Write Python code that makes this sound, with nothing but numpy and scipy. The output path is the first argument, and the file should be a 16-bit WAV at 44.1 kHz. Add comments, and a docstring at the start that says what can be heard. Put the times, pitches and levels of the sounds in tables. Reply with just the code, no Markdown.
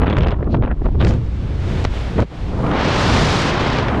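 """Freefall in open air, from the microphone of a camera carried by a tumbling skydiver.
At first eddies rumble right on the capsule, ragged gusts slap it and the housing snaps, with brief
rustles and one short knock. From about 1.2 s the microphone is in the lee: a thin hiss over the rumble,
then a strong double buffet of wind at 2.2 s. It turns into the full airstream, which swells to a bright,
steady rush, with a very faint whistle near 2.7 s, and grows duller in the last half second."""
import sys
import numpy as np
from scipy import signal
from scipy.fft import rfft, irfft
from scipy.io import wavfile
from scipy.ndimage import uniform_filter1d, minimum_filter1d, map_coordinates

SR = 44100
rng = np.random.default_rng(int(sys.argv[2]) if len(sys.argv) > 2 else 0)


def file_out(sig):
    """Save sig as 16-bit WAV at sys.argv[1]."""
    # one column per channel
    cols = np.atleast_2d(sig).T
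    # limit, then scale
    lim = np.clip(cols, -1, 1)
    pcm = np.round(lim * 32767).astype(np.int16)
    wavfile.write(sys.argv[1], SR, pcm)


N = 4 * SR

# strength of the eddies at the microphone: t/s, level/dB
EDDY_LEVELS = [(0,-13),(.12,-20.5),(.21,-10),(.33,-18.5),(.55,-17),(.64,-12.5),(.675,-25),(.71,-14.5),(.76,-21),(.85,-14),(.96,-14),(1.08,-10),(1.2,-18.5),(1.4,-20),(1.86,-17),(1.95,-20),(2.14,-21.5),(2.215,-12.5),(2.24,-15),(2.262,-34),(2.37,-34),(2.41,-20.5),(3.0,-22),(3.12,-14),(3.4,-24),(4,-22)]
# rate at which they are shed: t/s, f/Hz
SHEDDING_RATES = [(0,65.16),(.2,84.17),(.38,58.05),(.56,74.6),(.74,43.77),(.94,44.41),(1.05,96.7),(1.25,56.1),(1.78,78.3),(1.89,51.67),(2.05,62.15),(2.2,77.9),(2.44,49.84),(2.7,71.9),(3.25,88.1),(3.6,65.04)]
# rumble around the eddies at the reference shedding rate: f/Hz, relative level/dB
RUMBLE_SPECTRUM = [(22,-8),(42,-0.5),(100,-1),(150,-8.5),(220,-15),(400,-20.5),(700,-35.5),(1400,-41.5),(3000,-100)]
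# gusts on the capsule: start/s, length/s, level/dB, roll-off/Hz
GUST_HITS = [(0,0.047,-12,1250),(0.056,0.062,-15,1550),(0.123,0.18,-17,1550),(0.31,0.031,-19.5,1750),
             (.332,0.052,-25,1050),(0.388,0.084,-21.5,930),(.472,0.076,-11,460),(.542,0.0086,-9.5,1650),(0.562,0.058,-14.5,500),
             (0.632,0.019,-13,1200),(0.663,0.066,-21,1050),(0.738,.07,-30.5,800),(0.811,.012,-15,750),(0.842,0.032,-16,1100),(.943,0.025,-16,520),
             (1.002,.028,-15.5,1900),(1.031,0.059,-19,1350),(1.115,0.048,-19.5,620),(2.157,0.016,-14,450),(2.178,0.0541,-11,1080)]
# gust turbulence before its roll-off: f/Hz, relative level/dB
GUST_SPECTRUM = [(30,-28),(70,-5.5),(120,1),(230,0.5),(800,-8.5),(1200,-7.5),(2200,-11),(3400,-2),(6000,-19.5),(15000,-50.5)]
# air sliding past the camera: t/s, level/dB
HISS_LEVELS = [(0,-49.5),(.7,-59),(.85,-49),(.98,-51.5),(1.04,-34.5),(1.11,-34.5),(1.19,-45),(1.6,-37.5),(1.7,-32.5),(1.82,-32),(1.89,-39),(1.95,-30),(2.05,-32),(2.14,-35.5),(2.225,-33.5),(2.25,-47.5),(2.36,-39.5),(2.75,-35.5),(4,-36)]
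# colour of that hiss: f/Hz, relative level/dB
HISS_SPECTRUM = [(30,-14.5),(150,-19),(400,10.5),(700,6.5),(1100,2),(2000,-0.5),(3500,-4.5),(7300,-19.5),(12000,-36.5),(15000,-58)]
# snaps and bumps on the housing: t/s, level/dB, roll-off/Hz
HOUSING_SNAPS = [(.017,-9,2200),(.033,-12.5,2200),(0.06,-27,3700),(0.068,-14.5,2700),(0.099,-16.5,4600),(.108,-14.5,3800),(.133,-21,4900),(.168,-10,3300),(.178,-14,2200),(.184,-13.5,4900),
                 (.207,-15,3700),(0.223,-19,4800),(.233,-18,4300),(0.261,-13,1700),(.271,-20,4200),(.284,-15,4700),(0.307,-21,3900),(.316,-19,4200),(0.325,-12.5,1600),
                 (0.427,-10.5,1400),(.443,-27.5,2600),(0.546,-20.5,3400),(.569,-24,2400),(.610,-15.5,800),(0.624,-12,1950),(0.637,-15.5,2250),(.660,-22.5,2600),(.677,-14,1650),(.713,-13,1650),(.857,-18,2400),(0.886,-12,1000),(0.95,-15.5,1000),
                 (1.014,-15,4200),(1.048,-12,6500),(1.068,-18,7000),(1.071,-13,3400),(1.080,-26,11000),(1.089,-25,5000),(1.108,-20,5000),(1.138,-22,9500),(1.842,-15.5,10000),(1.849,-13,6500),(1.851,-11.5,3000),
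                 (2.203,-20.5,9000),(2.221,-19,6500),(2.227,-10.5,1300),(2.665,-13.5,2700),(2.714,-14,3600),(3.786,-12,5500),(3.883,-12,4200)]
# a snap before its roll-off: f/Hz, relative level/dB
SNAP_SPECTRUM = [(60,-38.5),(300,8.5),(1000,0),(3800,-6),(7000,-14),(11000,-32),(15000,-39.5)]
# rustles and one knock near the microphone: centre/s, half length/s, level/dB, f/Hz, width/octaves
RUSTLES_AND_KNOCK = [(0.528,0.015,-47.5,4100,0.073),(0.531,0.031,-48.5,2800,0.63),(.712,0.013,-32,1580,.22),(1.01,0.012,-35,3180,0.36),(1.085,0.016,-39,4780,0.46)]
# the full airstream, head-on: t/s, level/dB, roll-off/Hz
AIRSTREAM_COURSE = [(2.24,-70,600),(2.32,-28,814),(2.45,-29,815.5),(2.57,-19.5,962),(2.615,-16,1090),(2.71,-14.5,1680),(2.78,-15.5,3660),(2.9,-15.5,5531),(3.0,-16,8220),(3.17,-15,9090),(3.42,-17,9270),(3.53,-16,4800),(3.71,-16,4616),(3.83,-17,3503),(3.92,-15,1944),(4,-15.5,1738)]
# the airstream before its roll-off: f/Hz, relative level/dB
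AIRSTREAM_SPECTRUM = [(30,-15.5),(70,-16),(120,4),(200,2),(300,-1),(600,-4.5),(1100,-5),(2000,-10.5),(3400,-11.5),(5400,-15),(7300,-21.5),(11000,-35),(15000,-52)]


def undb(db):
    """Decibels to gain."""
    return 10 ** (np.asarray(db) / 20)


def curve(rows, column=1):
    """One column of a table, joined by straight lines in time."""
    rows = np.array(rows, float)
    return np.interp(np.arange(N) / SR, rows[:, 0], rows[:, column])


def wander(rate_hz):
    """Smooth random motion that changes about rate_hz times a second, rms 1."""
    f = np.fft.rfftfreq(N, 1 / SR)
    motion = irfft(rfft(rng.standard_normal(N)) * np.exp(-(f / rate_hz) ** 2), N)
    return motion / motion.std()


def noise(spectrum):
    """Noise with a given spectrum, rms 1."""
    hz, db = np.array(spectrum, float).T
    f = np.fft.rfftfreq(N, 1 / SR)
    gain = undb(np.interp(np.log(f + 1), np.log(hz), db))
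    coloured = irfft(rfft(rng.standard_normal(N)) * gain, N)
    return coloured / coloured.std()


def roll_gain(hz, corner_hz, corner_loss_db=9):
    """Gain of turbulence at this frequency: the small, fast eddies die out first."""
    return undb(-corner_loss_db * np.minimum((hz / corner_hz) ** 1.41, 20))


def roll_off(x, corner_hz):
    """Apply a moving roll-off in overlapping bands."""
    centres = np.geomspace(100, 15000, 14)
    f = np.fft.rfftfreq(N, 1 / SR)
    band_index = np.interp(np.log(f + 1), np.log(centres), np.arange(len(centres)))
    spectrum = rfft(x)
    out = np.zeros(N)
    for k, hz in enumerate(centres):
        band = irfft(spectrum * np.maximum(1 - abs(band_index - k), 0), N)
        out += band * roll_gain(hz, corner_hz)
    return out


def steady(x, span_s):
    """Even out the strength of a noise over span_s."""
    window = np.hanning(int(2 * span_s * SR) + 3)
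    power = signal.fftconvolve(x ** 2, window, mode="same") / (span_s * SR)
    return x / np.sqrt(abs(power) + 1e-9)


def swish(centre_s, half_s, db, hz, octaves):
    """A bell-shaped band of noise that swells and fades."""
    offsets = np.linspace(-4, 4, 17)
    bell = np.column_stack([hz * 2 ** (octaves * offsets), -10 / np.log(10) * offsets ** 2])
    swell = np.exp(-((np.arange(N) / SR - centre_s) / half_s) ** 2)
    return undb(db) * swell * noise(bell)


def eddies(scatter=.18, reference_hz=67.02, rumble_db=5):
    """Irregularly shed vortices rock the diaphragm; the rumble's pitch follows their rate."""
    rate = curve(SHEDDING_RATES)
    hz = rate * np.exp(scatter * wander(35.6))
    push = np.sin(2 * np.pi * np.cumsum(hz) / SR)
    read_position = np.cumsum(rate / reference_hz)
    rumble = map_coordinates(noise(RUMBLE_SPECTRUM), [read_position], mode="grid-wrap")
    pressure = push / push.std() + undb(rumble_db) * rumble
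    return undb(curve(EDDY_LEVELS)) * steady(pressure, span_s=.056)


def gusts(attack_s=.006, release_s=.0063, flutter_db=3.5, raggedness=.066):
    """Bursts of turbulence slap the capsule; each flutter in them is both louder and brighter."""
    t = np.arange(N) / SR
    power, corner, weight = np.zeros((3, N))
    for start, length, db, hz in GUST_HITS:
        rise = np.clip((t - start) / attack_s + .5, 0, 1)
        fall = np.exp(-np.clip((t - start - length) / release_s, 0, 20))
        envelope = rise * fall
        power += (undb(db) * envelope) ** 2
        corner += hz * envelope
        weight += envelope
    # overlapping gusts average their roll-offs; a fading gust dulls
    corner = (corner + 1) / np.maximum(weight, np.sqrt(weight) + 1e-9)
    flutter = wander(150)
    corner *= np.exp(raggedness * flutter)
    return roll_off(noise(GUST_SPECTRUM), corner) * np.sqrt(power) * undb(flutter_db * flutter)


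def hiss(waver_db=.57):
    """Air slides along the housing with a smooth, thin hiss."""
    return noise(HISS_SPECTRUM) * undb(curve(HISS_LEVELS) + waver_db * wander(14))


def snaps(attack_s=.00026, decay_s=.0024, reference_hz=3000):
    """Dead, ringless cracks on the housing; those duller than reference_hz outlast decay_s."""
    size = 4096
    onset = size // 2  # each crack starts mid-block, leaving room for the filter to spread it
    t = np.maximum(np.arange(size) - onset, 0) / SR
    f = np.fft.rfftfreq(size, 1 / SR)
    out = np.zeros(N + 2 * size)
    source = noise(SNAP_SPECTRUM)
    for start, db, hz in HOUSING_SNAPS:
        i = int(start * SR)
        decay_rate = (hz / reference_hz) ** .44 / decay_s
        envelope = (1 - np.exp(-t / attack_s)) * np.exp(-t * decay_rate)
        crack = source[i:i + size] * envelope
        crack *= envelope.std() / envelope.max() / crack.std()  # rms about 1 at the crest
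        out[i:i + size] += undb(db) * irfft(rfft(crack) * roll_gain(f, hz), size)
    return out[onset:onset + N]


def rustles_and_knock():
    """Brief rustles and one short knock near the microphone, each a swell of band noise."""
    return sum(swish(*row) for row in RUSTLES_AND_KNOCK)


def airstream(flutter_db=.37, raggedness=.072):
    """The steady rush brightens as the microphone faces into the flow."""
    flutter = wander(90)
    corner = curve(AIRSTREAM_COURSE, column=2) * np.exp(raggedness * flutter)
    gain = undb(curve(AIRSTREAM_COURSE) + flutter_db * flutter)
    return roll_off(noise(AIRSTREAM_SPECTRUM), corner) * gain


def whistle():
    """Air passing over an edge gives one brief, thin whistle."""
    return swish(centre_s=2.665, half_s=.065, db=-67, hz=9540, octaves=.008)


def scene():
    """Everything at or close to one microphone, in open air with no reflections."""
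    wind = eddies() + gusts() + hiss() + snaps() + rustles_and_knock() + airstream() + whistle()
    return wind[None]


def record(dry, ceiling_db=-4.0, top_hz=14400):
    """The camera's fast limiter holds the strongest buffets down; the top is cut."""
    span = 256  # samples
    gain = np.minimum(1, undb(ceiling_db) / (abs(dry) + 1e-9))
    held = minimum_filter1d(gain, 2 * span)
    smoothed = uniform_filter1d(uniform_filter1d(held, span), span)
    low_pass = signal.ellip(8, .2, 70, top_hz, fs=SR, output="sos")
    return signal.sosfilt(low_pass, dry * smoothed)


dry = scene()
out = record(dry)
file_out(out)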